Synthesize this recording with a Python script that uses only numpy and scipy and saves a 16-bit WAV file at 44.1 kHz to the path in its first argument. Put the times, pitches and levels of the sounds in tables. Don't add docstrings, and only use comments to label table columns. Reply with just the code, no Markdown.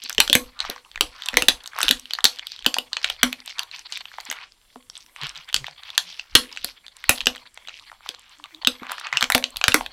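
import sys
import numpy as np
from scipy import signal
from scipy.io import wavfile
from scipy.ndimage import uniform_filter1d

SR = 44100
rng = np.random.default_rng(int(sys.argv[2]) if len(sys.argv) > 2 else 0)


def int16_out(signal):
    q = np.round(np.clip(np.atleast_2d(signal).T, -1, 1) * 32767)
    wavfile.write(sys.argv[1], SR, q.astype(np.int16))


def rack_gain(trim_db):
    fader = np.asarray(trim_db, float)
    return 10 ** (fader / 20)


N = 437472

# start in seconds, peak level in dB, ring pitch in Hz,
# splinter brightness in dB.
BITES = [(0.181, 3, 3030, -22.5), (0.202, 11.5, 2900, -4.5), (0.298, 0.5, 3430, -11),
         (0.329, 10.5, 3550, -9), (0.352, 8, 2170, 0.5), (1.009, 7, 2840, -10.5), (1.37, 9, 2100, -3.5),
         (1.422, 0.5, 2800, -7), (1.484, 12, 3550, -8), (1.83, 1, 2740, -4.5), (1.882, 4, 3240, -15),
         (1.91, 9, 3760, -12), (2.2421, 9.5, 4000, -7.5), (2.2528, 12, 3980, -15.5), (2.663, 6.5, 2940, -9),
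         (2.785, -2, 3000, -6.5), (3.2309, 11.5, 2404, -8.5), (5.543, 5, 4440, -11), (5.978, 4.5, 3400, -8),
         (6.352, 16, 3190, -6), (7.093, 11, 2670, 1), (7.269, 6, 2700, -13), (8.672, 7.5, 3560, -12),
         (9.226, 4, 2360, -13), (9.321, 0, 2170, -3.5), (9.349, -3, 1980, 6), (9.44, -1.5, 3170, -19),
         (9.64, 6, 2460, -16), (9.681, 7.5, 2550, -7.5), (9.743, 10.5, 2170, -5.5)]


def rms_one(x):
    return x / np.sqrt(np.mean(x ** 2) + 1e-20)


def peak_one(x):
    return x / np.abs(x).max(axis=-1, keepdims=True)


def above(x, hz):
    return signal.sosfilt(signal.butter(4, hz, "high", fs=SR, output="sos"), x)


def below(x, hz):
    return signal.sosfilt(signal.butter(4, hz, "low", fs=SR, output="sos"), x)


def at_hz(points, hz):
    curve_hz, value = np.transpose(points)
    return np.interp(np.log(hz), np.log(curve_hz), value)


def drift(rate):
    r = np.exp(-80 * np.pi * rate / SR)
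    coarse = rng.standard_normal(N // 40 + 2002)
    slow = signal.lfilter([1], [1, -2 * r, r * r], coarse)[2000:]
    return np.interp(np.arange(N) / 40, np.arange(len(slow)), rms_one(slow))


def ring(clicks, hz, t60):
    r, w = np.exp(-np.log(1000) / (t60 * SR)), 2 * np.pi * hz / SR
    return signal.lfilter([0, np.sin(w)], [1, -2 * r * np.cos(w), r * r], clicks + 1e-18)


def bands(x, spectrum):
    for k, low in enumerate(22 * np.sqrt(2) ** np.arange(19)):
        sos = signal.butter(2, [low, low * np.sqrt(2)], "band", fs=SR, output="sos")
        hz = low * 1.19
        if spectrum[0][0] < hz < spectrum[-1][0]:
            gain = (-1) ** k * rack_gain(at_hz(spectrum, hz))
            yield hz, gain * signal.sosfilt(sos, x + 1e-18)


def coloured(x, spectrum):
    return sum(band for hz, band in bands(x, spectrum))


def stroke(s, held, level_db, rise_db_s, fall_db_s):
    since = np.arange(0, N + 128, 128)[:, None] / SR - s
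    building = rise_db_s * np.maximum(-since - held / 2, 0)
    easing = fall_db_s * np.maximum(since - held / 2, 0)
    power = np.sum(rack_gain(2 * (level_db - building - easing)), axis=1)
    return np.interp(np.arange(N) / 128, np.arange(len(since)), power)


def hush():
    # pitch in Hz, density in dB per Hz.
    room_colour = [(60, -2.5), (120, -14.5), (450, -12), (1000, -17.5), (4000, -19.5), (8000, -14.5),
                   (12000, -22), (15800, -27)]
    hiss_hz, mains_hz = 7400, 100
    white = rng.standard_normal(N)
    noise = sum(band * rack_gain(4.4 * drift(5.3)) for hz, band in bands(white, room_colour))
    narrow = ring(ring(white, hiss_hz, .012), hiss_hz, .012)
    hiss = rack_gain(-76 + 2 * drift(3)) * rms_one(narrow)
    hum = rack_gain(-80 + 2.4 * drift(2)) * np.sin(2 * np.pi * mains_hz * np.arange(N) / SR)
    return rack_gain(-64) * rms_one(noise) + hiss + hum


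def rustle():
    # time in seconds, level in dB.
    busy = [(0.0, -47.5), (0.94, -53.5), (1.46, -56), (4.36, -47), (4.62, -65.5), (5.17, -56), (5.31, -47),
            (6.44, -59), (6.93, -59), (7.21, -39.5), (7.46, -53), (8.67, -49.5), (9.2, -57), (9.92, -42)]
    white = rng.standard_normal(N)
    tongue = sum(rms_one(ring(white, hz, .006)) * rack_gain(7 * drift(9)) for hz in (1100, 2300, 3400, 4400))
    fur = below(above(white, 1100), 4900)
    brush = .3 * fur + .3 * rms_one(below(above(tongue, 900), 5200))
    air = rack_gain(-24.0 + 4.0 * drift(5)) * below(above(white[::-1], 7000), 9500)
    air += rack_gain(-31.5 + 4.0 * drift(5)) * above(white, 11500)
    level_db = np.interp(np.arange(N) / SR, *np.transpose(busy)) - 6.5
    return (rms_one(brush) * rack_gain(6.5 * drift(36)) + air) * rack_gain(level_db)


def grains(per_s, spread_db):
    sizes = rack_gain(spread_db * np.minimum(rng.exponential(1, N), 4)) * np.sign(rng.random(N) - .5)
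    return sizes * (rng.random(N) < per_s / SR)


def rattle(per_s, span_hz, turns, count=6):
    low, high = span_hz
    clicks, dealt = grains(per_s, spread_db=2.8), rng.integers(0, count, N)
    rings = np.zeros(N)
    for k, hz in enumerate(np.geomspace(low, high, count)):
        rings += ring(clicks * (dealt == k) * rack_gain(5.5 * drift(5)), hz, turns / hz)
    tick = below(above(clicks, low), min(2.5 * low, 14000))
    return rms_one(below(above(rings, low * .8), high * 1.1) + .7 * tick)


def grinding():
    # middle in seconds, hold in seconds, crumb level in dB,
    # level in dB of pellets sliding on the plate.
    chews = [(0.03, 0.13, -39.5, -57), (0.672, 0.13, -37, -32.5), (1.28, 0.29, -44, -37),
             (1.7, 0.15, -55, -52), (1.81, 0.1, -30, -31), (2.13, 0.11, -42.5, -46.5),
             (5.266, 0.015, -35.5, -32), (2.57, 0.18, -45.5, -71.5), (3.06, 0.065, -31, -36),
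             (3.492, 0.032, -39.5, -52.5), (3.592, 0.0068, -51.5, -30.5), (3.761, 0.049, -36.5, -43),
             (3.942, 0.037, -31, -42), (4.17, 0.13, -46.5, -57), (4.352, 0.17, -42.5, -44),
             (4.968, 0.018, -41, -55), (5.227, 0.033, -33.5, -29.5), (5.37, 0.012, -39, -34.5),
             (5.678, 0.017, -39, -43), (5.921, 0.072, -48, -76), (6.117, 0.49, -46.5, -50),
             (6.6, 0.19, -39.5, -44), (7.0, 0.054, -50.5, -54), (7.569, 0.017, -54.5, -53.5),
             (7.75, 0.17, -48, -77), (8.25, 0.19, -54, -50), (8.078, 0.029, -42, -39),
             (8.429, 0.21, -70, -75), (8.85, 0.034, -67, -31.5), (8.915, 0.031, -33, -26),
             (8.99, 0.012, -33, -40), (9.062, 0.013, -42, -27.5), (9.16, 0.03, -33, -24)]
    s, held, crumb_db, slide_db = np.transpose(chews)
    bite_s, bite_db = np.transpose(BITES)[:2]
    rise_db_s, fall_db_s = 500, 360
    debris = stroke(bite_s + 0.023, 0, bite_db, 3000, 200.5)
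    crush = stroke(s, held, crumb_db, rise_db_s, fall_db_s) + rack_gain(2 * -45) * debris
    shove = stroke(s, held, slide_db, rise_db_s, fall_db_s) + rack_gain(2 * -47) * debris
    clump = rack_gain(5 * drift(22))
    dust = rattle(200 * clump, (7500, 13500), turns=25, count=3)
    crumbs = rattle(1000 * clump, (2600, 5900), turns=7) + rack_gain(-24) * dust
    slides = rattle(3000 * np.sqrt(clump), (1050, 2700), turns=8)
    idle_crumb_db, idle_slide_db = -66, -74
    crumbs = rack_gain(-4.5) * crumbs * np.sqrt(crush + rack_gain(2 * idle_crumb_db))
    return crumbs + rack_gain(-8.5) * slides * np.sqrt(shove + rack_gain(2 * idle_slide_db))


def plate(size=260):
    # start in seconds, peak level in dB,
    # thud into the floor in dB, extra ring of the rim in dB.
    knocks = [(0.036, -51, -28, 2.5), (0.18, -24, -64.5, -12), (0.294, -26, -24, -4),
              (0.35, -19, -5.5, -1.5), (0.692, -34, -43, -3.5), (1.005, -27, -20.5, -9),
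              (8.088, -41, -33, -22), (1.33, -32, -44.5, 4.5), (1.368, -23, -22.5, -4.5),
              (1.418, -29.5, -13, -1.5), (1.483, -29, -45, -3), (1.828, -30.5, -71, -9.5),
              (1.9, -30, -23, 6), (2.239, -32, -43, -2), (2.661, -28.5, -21, 6.5), (2.78, -32.5, -44, -8),
              (3.23, -23, -29.5, 8), (4.284, -55, -40, 10), (4.755, -45, -38, 7.5),
              (5.538, -41, -4.5, -1.5), (6.349, -21.5, 0.5, 0.5), (6.641, -38.5, -11, -6.5),
              (7.092, -23, 1, -6), (7.263, -25.5, -19.5, -3.5), (8.669, -31.5, -33, 7.5),
              (8.814, -37.5, -9.5, 4.5), (9.225, -30, -7, -4), (9.344, -21.5, -5, 1.5),
              (9.679, -27.5, 7.5, 3.5), (9.74, -19, -53, -5)]
    # pitch in Hz, level in dB, t60 in seconds.
    modes = [(251.4, -5, 0.29), (260, -6, 0.12), (306, -6, 0.15), (440, -8, 0.05), (496, -7.5, 0.27),
             (567, -3, 0.11), (707, 0, 0.044), (1090, -7.5, 0.32)]
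    s, peak_db, thud_db, rim_db = np.transpose(knocks)
    at = np.round((s + .003) * SR).astype(int)
    share_db = rng.normal(0, 2.8, (len(s), len(modes)))
    body, push, thump = np.zeros((3, N))
    for k, (hz, level_db, t60) in enumerate(modes):
        clicks = np.zeros(N)
        clicks[at] = rack_gain(peak_db + level_db - 3.0 + share_db[:, k] + rim_db * (k < 2))
        body += ring(clicks, hz, t60) * (1 + .6 * drift(30))
    scuff = rng.standard_normal((len(s), size)) * np.hanning(size)
    thump[at[:, None] + np.arange(size)] = rack_gain(peak_db - 11.5)[:, None] * scuff
    body = above(body + ring(thump, 450, 0.02), 190)
    push[at] = rack_gain(peak_db + thud_db)
    thud = 0.2 * ring(push, 96, 0.015) + ring(push, 97, 0.047) + 0.13 * ring(push, 32, 0.066)
    body = body + rack_gain(1.5) * thud
    return uniform_filter1d(body, size=31, origin=15), thump


def snaps(size=900, count=3):
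    # start in seconds, peak level in dB, ring pitch in Hz,
    # splinter brightness in dB. First pieces chipped off with the lips open.
    chips = [(0.096, -9, 4900, 3), (0.603, -3.5, 3890, -23), (0.699, -10, 3660, 7.5),
             (1.264, -15.5, 3670, -4), (1.286, -3, 3130, -9.5), (1.675, -12, 5100, -5),
             (1.787, -6, 1140, -3), (1.805, -4.5, 1390, -8), (1.89, 1, 2940, -6), (2.135, -4, 4340, -9),
             (2.469, -11.5, 3970, -5), (2.742, -1.5, 4670, -15), (3.1, -6.5, 2800, -5),
             (3.328, -8, 2590, -2.5), (3.584, -15, 3990, -19), (3.593, -3.5, 4270, -7),
             (4.313, -11, 2167, 4), (6.195, -12.5, 2750, -19.5), (6.645, -5.5, 4400, 4.5),
             (7.04, -15, 1840, 1), (8.09, -7.5, 4630, -4.5), (8.918, -11.5, 1380, 8),
             (9.209, -4.5, 3770, -8), (9.301, 0.5, 1300, -6), (9.354, -4, 690, 1), (9.379, -3.5, 2430, -3),
             (9.569, -10, 3060, 8), (9.862, -11.5, 2560, -4)]
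    shards = [(0.0374, -27.5, 3490.0, 25), (0.148, -23, 3530, 14), (1.2595, -13.5, 8400, -7),
              (1.8149, -4.5, 7410.0, -17), (1.9964, -17.5, 7600, 6), (2.36, -24, 4700, 7),
              (3.4602, -22, 8400, 13), (3.632, -19, 3750, 9), (4.1163, -26, 1750, -2),
              (4.252, -22.5, 5640, 6), (4.3003, -7.5, 6240, -27), (4.326, -15, 2220, 4),
              (4.9767, -22.5, 8050, -19), (5.063, -31.5, 12150, -10), (5.2928, -17, 5920.0, -19),
              (5.489, -29, 2950, 11), (6.9674, -30, 3730, 20), (7.3598, -24, 2040, 12),
              (8.2945, -32.5, 7820.0, -7), (8.9121, -32.5, 1090, 16), (9.2183, -10, 1290, -10)]
    # start in seconds, peak level in dB, ring pitch in Hz.
    gnaws = [(0.591, -17, 3870), (0.642, -19, 1180), (1.236, -17, 3430), (1.332, -16.5, 1880),
             (2.151, -12, 3320), (2.187, -8.5, 1290), (2.205, -30, 1090), (2.394, -13, 2820),
             (2.931, -5.5, 4020), (2.968, -6.5, 2970), (3.044, 0.5, 2570), (3.923, -11.5, 4720),
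             (5.214, -15.5, 3250), (5.563, -1, 4800), (5.643, -15.5, 2090), (6.573, -11, 2670),
             (7.182, -14, 3340), (7.206, -5.5, 2740), (7.258, -7, 5350), (7.685, -18, 2980),
             (8.648, -7.5, 3220), (9.069, -12, 2470), (9.127, -5.5, 2080), (9.136, -10.5, 2500),
             (9.171, 0.5, 2730), (9.241, 1, 2290), (9.613, -8, 2550), (9.72, -4.5, 2870)]
    ticks = [(0.128, -12.5, 6500), (0.958, -16.5, 2280), (1.641, -25.5, 3950), (1.763, -20, 1200),
             (2.056, -19.5, 3070), (2.108, -13, 3020), (2.519, -15.5, 4600), (2.624, -22, 3180),
             (3.762, -19, 4630), (4.055, -19, 2800), (4.184, -17.5, 870), (4.202, -18, 4700),
             (4.758, -27, 980), (4.899, -19, 5600), (4.954, -22.5, 3870), (5.162, -18.5, 2320),
             (5.357, -23, 3700), (5.667, -13.5, 3640), (5.834, -22.5, 3430), (6.865, -21.5, 4080),
             (7.575, -18.5, 2350), (7.916, -23, 1300), (8.147, -23, 4330), (8.44, -17, 2930),
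             (8.547, -22, 3540), (8.633, -26, 1120), (9.56, -15, 3830)]
    taps = [(0.1038, -15.5, 1670), (0.6322, -34, 1100.0), (0.6503, -13, 1160), (0.762, -24, 1170),
            (0.7792, -28, 1130), (0.8485, -33.5, 2750), (0.9477, -34, 1640.0), (0.9758, -16.5, 1950),
            (1.1873, -34, 1120.0), (1.3413, -10, 1830), (1.7334, -24, 1620), (1.7816, -16, 1170),
            (2.6537, -18, 1750), (2.7661, -10, 920), (3.509, -25, 2240.0), (3.5254, -26, 2300),
            (4.1396, -24.5, 2270), (4.3869, -25, 2280.0), (4.4133, -24, 2200), (3.972, -15.5, 2200),
            (5.4979, -23.5, 2290), (5.6815, -19, 1130), (5.8923, -23, 2600), (6.6888, -24.5, 2370),
            (7.35, -19, 2520), (7.4554, -36, 1690), (7.4641, -29.5, 2120), (7.6932, -20.5, 2750),
            (7.7893, -27, 2410.0), (7.898, -28, 1940), (7.928, -29.5, 1050), (7.9483, -40.5, 1140.0),
            (8.007, -34.5, 1100), (4.826, -39.5, 2970), (8.061, -21, 1232), (8.1423, -30, 2400),
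            (8.2421, -40.5, 2500), (8.3988, -30, 1020), (8.4573, -25.5, 2080), (8.5079, -37, 2260),
            (8.6257, -30, 2280.0), (8.8318, -21, 1130), (8.8463, -28, 2250), (8.8522, -27, 1200),
            (8.8673, -21.5, 2200), (8.8955, -15, 1570), (8.9066, -16.5, 1180), (8.9818, -15.5, 1830),
            (9.0119, -19, 1310), (9.3479, 7, 2590), (9.4257, -17, 2260.0), (9.7134, -18, 2640),
            (9.8089, -9.5, 875)]
    pops = [(4.521, -32, 4800), (0.2772, -6.5, 3280), (0.6766, -27, 3880), (0.915, -26.5, 3360.0),
            (1.1793, -41, 3420.0), (1.221, -16, 3200), (1.2444, -31, 3660), (1.4939, -4, 3600),
            (1.6594, -16.5, 4040), (2.2061, -18, 3530), (2.3695, -29, 3500), (2.3872, -17, 4100),
            (2.5625, -22, 3950), (2.5908, -22, 3300), (2.607, -33, 3470.0), (2.6457, -17, 3350),
            (3.1641, -28, 2790), (3.4027, -24, 4600), (4.615, -41.5, 3580), (3.4773, -14, 3260),
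            (3.4951, -19, 4310.0), (3.5004, -22, 4100), (3.7135, -21.5, 4200), (3.7928, -19, 5750.0),
            (3.8697, -28, 3950), (4.744, -44, 5000), (3.9285, -25, 3970), (4.0079, -19.5, 3340),
            (4.9681, -22, 3700), (5.2341, -11.5, 2780), (5.2678, -13, 3380), (5.3498, -27, 4370.0),
            (5.3645, -21, 3440), (5.3746, -21, 4520.0), (5.4448, -33, 4800), (5.528, -14, 3450),
            (5.7105, -29, 4760), (5.9028, -16, 3500), (5.9507, -26, 4100), (5.9558, -27, 4200),
            (6.0912, -24, 4520.0), (6.101, -22, 4530), (6.1272, -24.5, 3320), (6.5151, -28, 3750.0),
            (6.5267, -21, 5100), (6.5507, -28, 4650.0), (6.563, -22, 3450), (6.8813, -23, 3550),
            (7.1774, -16, 3490.0), (7.2128, -12.5, 3080), (7.3661, -22.5, 3260), (7.3793, -26, 3280),
            (7.4729, -31, 3580), (7.6736, -20, 3180), (7.7752, -32, 3720), (7.7965, -24.5, 3790.0),
            (8.5607, -39, 4560), (9.0887, -29, 2780.0), (9.118, -29, 3080.0), (9.1515, -22, 2800)]
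    smacks = [(1.6372, -31, 10600), (1.6651, -33, 9000), (3.9744, -25, 6100), (9.505, -33, 8800),
              (4.2083, -31, 7350), (7.5433, -36, 7660), (7.867, -54, 12500), (8.1946, -36, 12800),
              (8.2192, -45, 8720), (8.3853, -42, 6950), (8.9984, -27, 8970)]
    # pitch in Hz, density in dB per Hz.
    pellet = [(290, -31), (700, -14), (1400, -9.5), (1850, 21.5), (3600, 17), (9000, 24)]
    # pitch in Hz, density in dB per Hz.
    splinter_colour = [(5000, 0), (9500, -1), (16000, 0)]

    events = BITES + chips + shards
    for rows, kind_db in (gnaws, -22), (ticks, -7.5), (taps, -16), (pops, -6.5), (smacks, 18.5):
        events = events + [tuple(row) + (kind_db,) for row in rows]
    s, peak_db, pitch_hz, bright_db = np.transpose(events)
    small_db = np.minimum(peak_db, 0)

    t = np.arange(size) / SR
    lasts = 0.0013 * rack_gain(0.18 * peak_db)[:, None]
    tear, second = rng.standard_normal((2, len(s), size)) * np.exp(-t / lasts)
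    t60 = np.minimum(15.0 / pitch_hz, .0055) * rack_gain(-0.15 * np.maximum(peak_db + 3.0, 0))
    rung = np.array([ring(a, hz, d) + 0.28 * ring(b, hz * 1.313, d * 0.83)
                     for a, b, hz, d in zip(tear, second, pitch_hz, t60)])
    broad = np.array([ring(a, hz, 0.87 / hz) for a, hz in zip(coloured(tear, pellet), pitch_hz)])
    splinter = peak_one(below(coloured(second, splinter_colour), 14000))
    dull = below(splinter, 10000)
    splinter = dull + rack_gain(0.4 * small_db)[:, None] * (splinter - dull)

    crack = peak_one(above(rung, 690))
    crack = crack + rack_gain(-3.5 + 0.3 * small_db)[:, None] * peak_one(above(broad, 560))
    crack = peak_one(below(crack, 8800)) + rack_gain(bright_db - 1.0 + 0.18 * small_db)[:, None] * splinter
    escaping = rack_gain(0.3 * small_db)
    direct, to_walls = np.zeros(N + size), np.zeros((count, N + size))
    for k, at in enumerate(np.round(s * SR).astype(int)):
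        to_walls[k % count, at:at + size] += rack_gain(peak_db[k] - 10.0) * escaping[k] * crack[k]
        direct[at:at + size] += rack_gain(peak_db[k] - 4.0) * crack[k]
    return direct[:N], to_walls[:, :N]


def room(tracks, size=13000):
    # pitch in Hz, t60 in seconds.
    room_t60 = [(300, 0.57), (1040, 0.12), (2760, 0.11), (7280, 0.18), (14000, 0.21)]
    t = np.arange(size) / SR
    flat = [(200, 0), (16000, 0)]
    echoes = rng.standard_normal((len(tracks), size)) * np.clip((t - .0015) / 0.0018, 0, 1)
    tails = sum(band * np.exp(-np.log(1000) * t / at_hz(room_t60, hz)) for hz, band in bands(echoes, flat))
    tails = signal.lfilter([1], [1, -.5], tails)
    tails = rms_one(tails) / np.sqrt(size)
    return signal.fftconvolve(tracks, tails, axes=1)[:, :N].sum(axis=0)


def jolts():
    # start in seconds, length in seconds, level in dB.
    shakes = [(0.07, 0.51, -36.5), (0.626, 0.084, -38.5), (0.941, 0.16, -34), (1.268, 0.34, -36),
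              (1.83, 0.16, -36), (2.23, 0.04, -48), (2.63, 0.051, -41), (3.056, 0.085, -45),
              (3.206, 0.069, -36.5), (5.222, 0.12, -46), (5.556, 0.061, -37.5), (6.313, 0.11, -37),
              (6.6, 0.072, -40), (7.053, 0.13, -41.5), (7.193, 0.14, -36), (8.633, 0.11, -41),
              (9.214, 0.25, -44), (9.556, 0.038, -38), (9.631, 0.32, -38.5)]
    s, length, level_db = np.transpose(shakes)
    sos = signal.butter(2, [12, 45], "band", fs=SR, output="sos")
    rumble = rms_one(signal.sosfilt(sos, rng.standard_normal(N)))
    still_floor_db = -70
    power = stroke(s + length / 2, length * .6, level_db - 9.0, 500, 320) + rack_gain(2 * still_floor_db)
    return np.sqrt(power) * rack_gain(0.73 * drift(6.1)) * rumble


def sniffs():
    # start in seconds, length in seconds, level in dB.
    whistles = [
        (3.98, .18, -66),
        (8.71, .16, -66),
        (5.09, .1, -68),
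    ]
    nose_hz = 12500
    air = rms_one(ring(ring(rng.standard_normal(N), nose_hz, .004), nose_hz, .004))
    swell = np.zeros(N)
    for s, length, level_db in whistles:
        at, n = round(s * SR), round(length * SR)
        swell[at:at + n] = rack_gain(level_db) * np.sqrt(np.hanning(n))
    return air * swell


def gulps():
    # start in seconds, length in seconds, level in dB, start pitch in Hz, end pitch in Hz.
    swallows = [
        (5.206, 0.071, -34, 145, 134),
        (5.351, 0.077, -52, 158, 147),
        (5.552, 0.12, -39.5, 153, 117),
        (5.678, 0.071, -51, 147, 140),
        (5.994, 0.15, -55, 190, 180),
        (8.372, 0.078, -49.5, 271, 311),
        (8.507, 0.11, -46.5, 357, 301),
        (9.125, 0.068, -39, 137, 122),
    ]
    out, wobble = np.zeros(N), rack_gain(.3 * drift(30))
    for s, length, level_db, start_hz, end_hz in swallows:
        at, n = round(s * SR), round(length * SR)
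        glide_hz = np.linspace(start_hz, end_hz, n) * wobble[at:at + n]
        wave = np.sin(2 * np.pi * np.cumsum(glide_hz) / SR)
        hum = np.tanh(2.3 * wave + 0.4)
        out[at:at + n] += rack_gain(level_db - 6.0) * np.hanning(n) * hum
    return above(out, 50) * rack_gain(2.5 * drift(35))


def microphone(x):
    # pitch in Hz, width in Hz, gain in dB.
    capsule = [(4400, 6900, 1.5), (6900, 800, -5), (10000, 860, -1)]
    for hz, width_hz, gain_db in capsule:
        a, w, g = np.tan(np.pi * width_hz / SR), -2 * np.cos(2 * np.pi * hz / SR), rack_gain(gain_db / 2)
        x = signal.lfilter([1 + a * g, w, 1 - a * g], [1 + a / g, w, 1 - a / g], x)
    return x


def scene():
    cracks, to_walls = snaps()
    ground = grinding()
    body, thump = plate()
    to_walls[0] += rack_gain(-5.5) * ground
    to_walls[1] += rack_gain(4.0) * thump
    eating = cracks + ground + body + gulps() + sniffs() + rustle()
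    mix = eating + rack_gain(-6.0) * room(to_walls) + hush() + jolts()
    return mix[None]


def band_limit(x):
    return signal.sosfilt(signal.butter(12, 16590, fs=SR, output="sos"), x)


def record(dry):
    clipped = np.clip(microphone(dry), -1, 1)
    top_cut = signal.cheby2(12, 30, 15700 * 1.04, fs=SR, output="sos")
    return band_limit(signal.sosfilt(top_cut, clipped))


dry = scene()
out = record(dry)
int16_out(out)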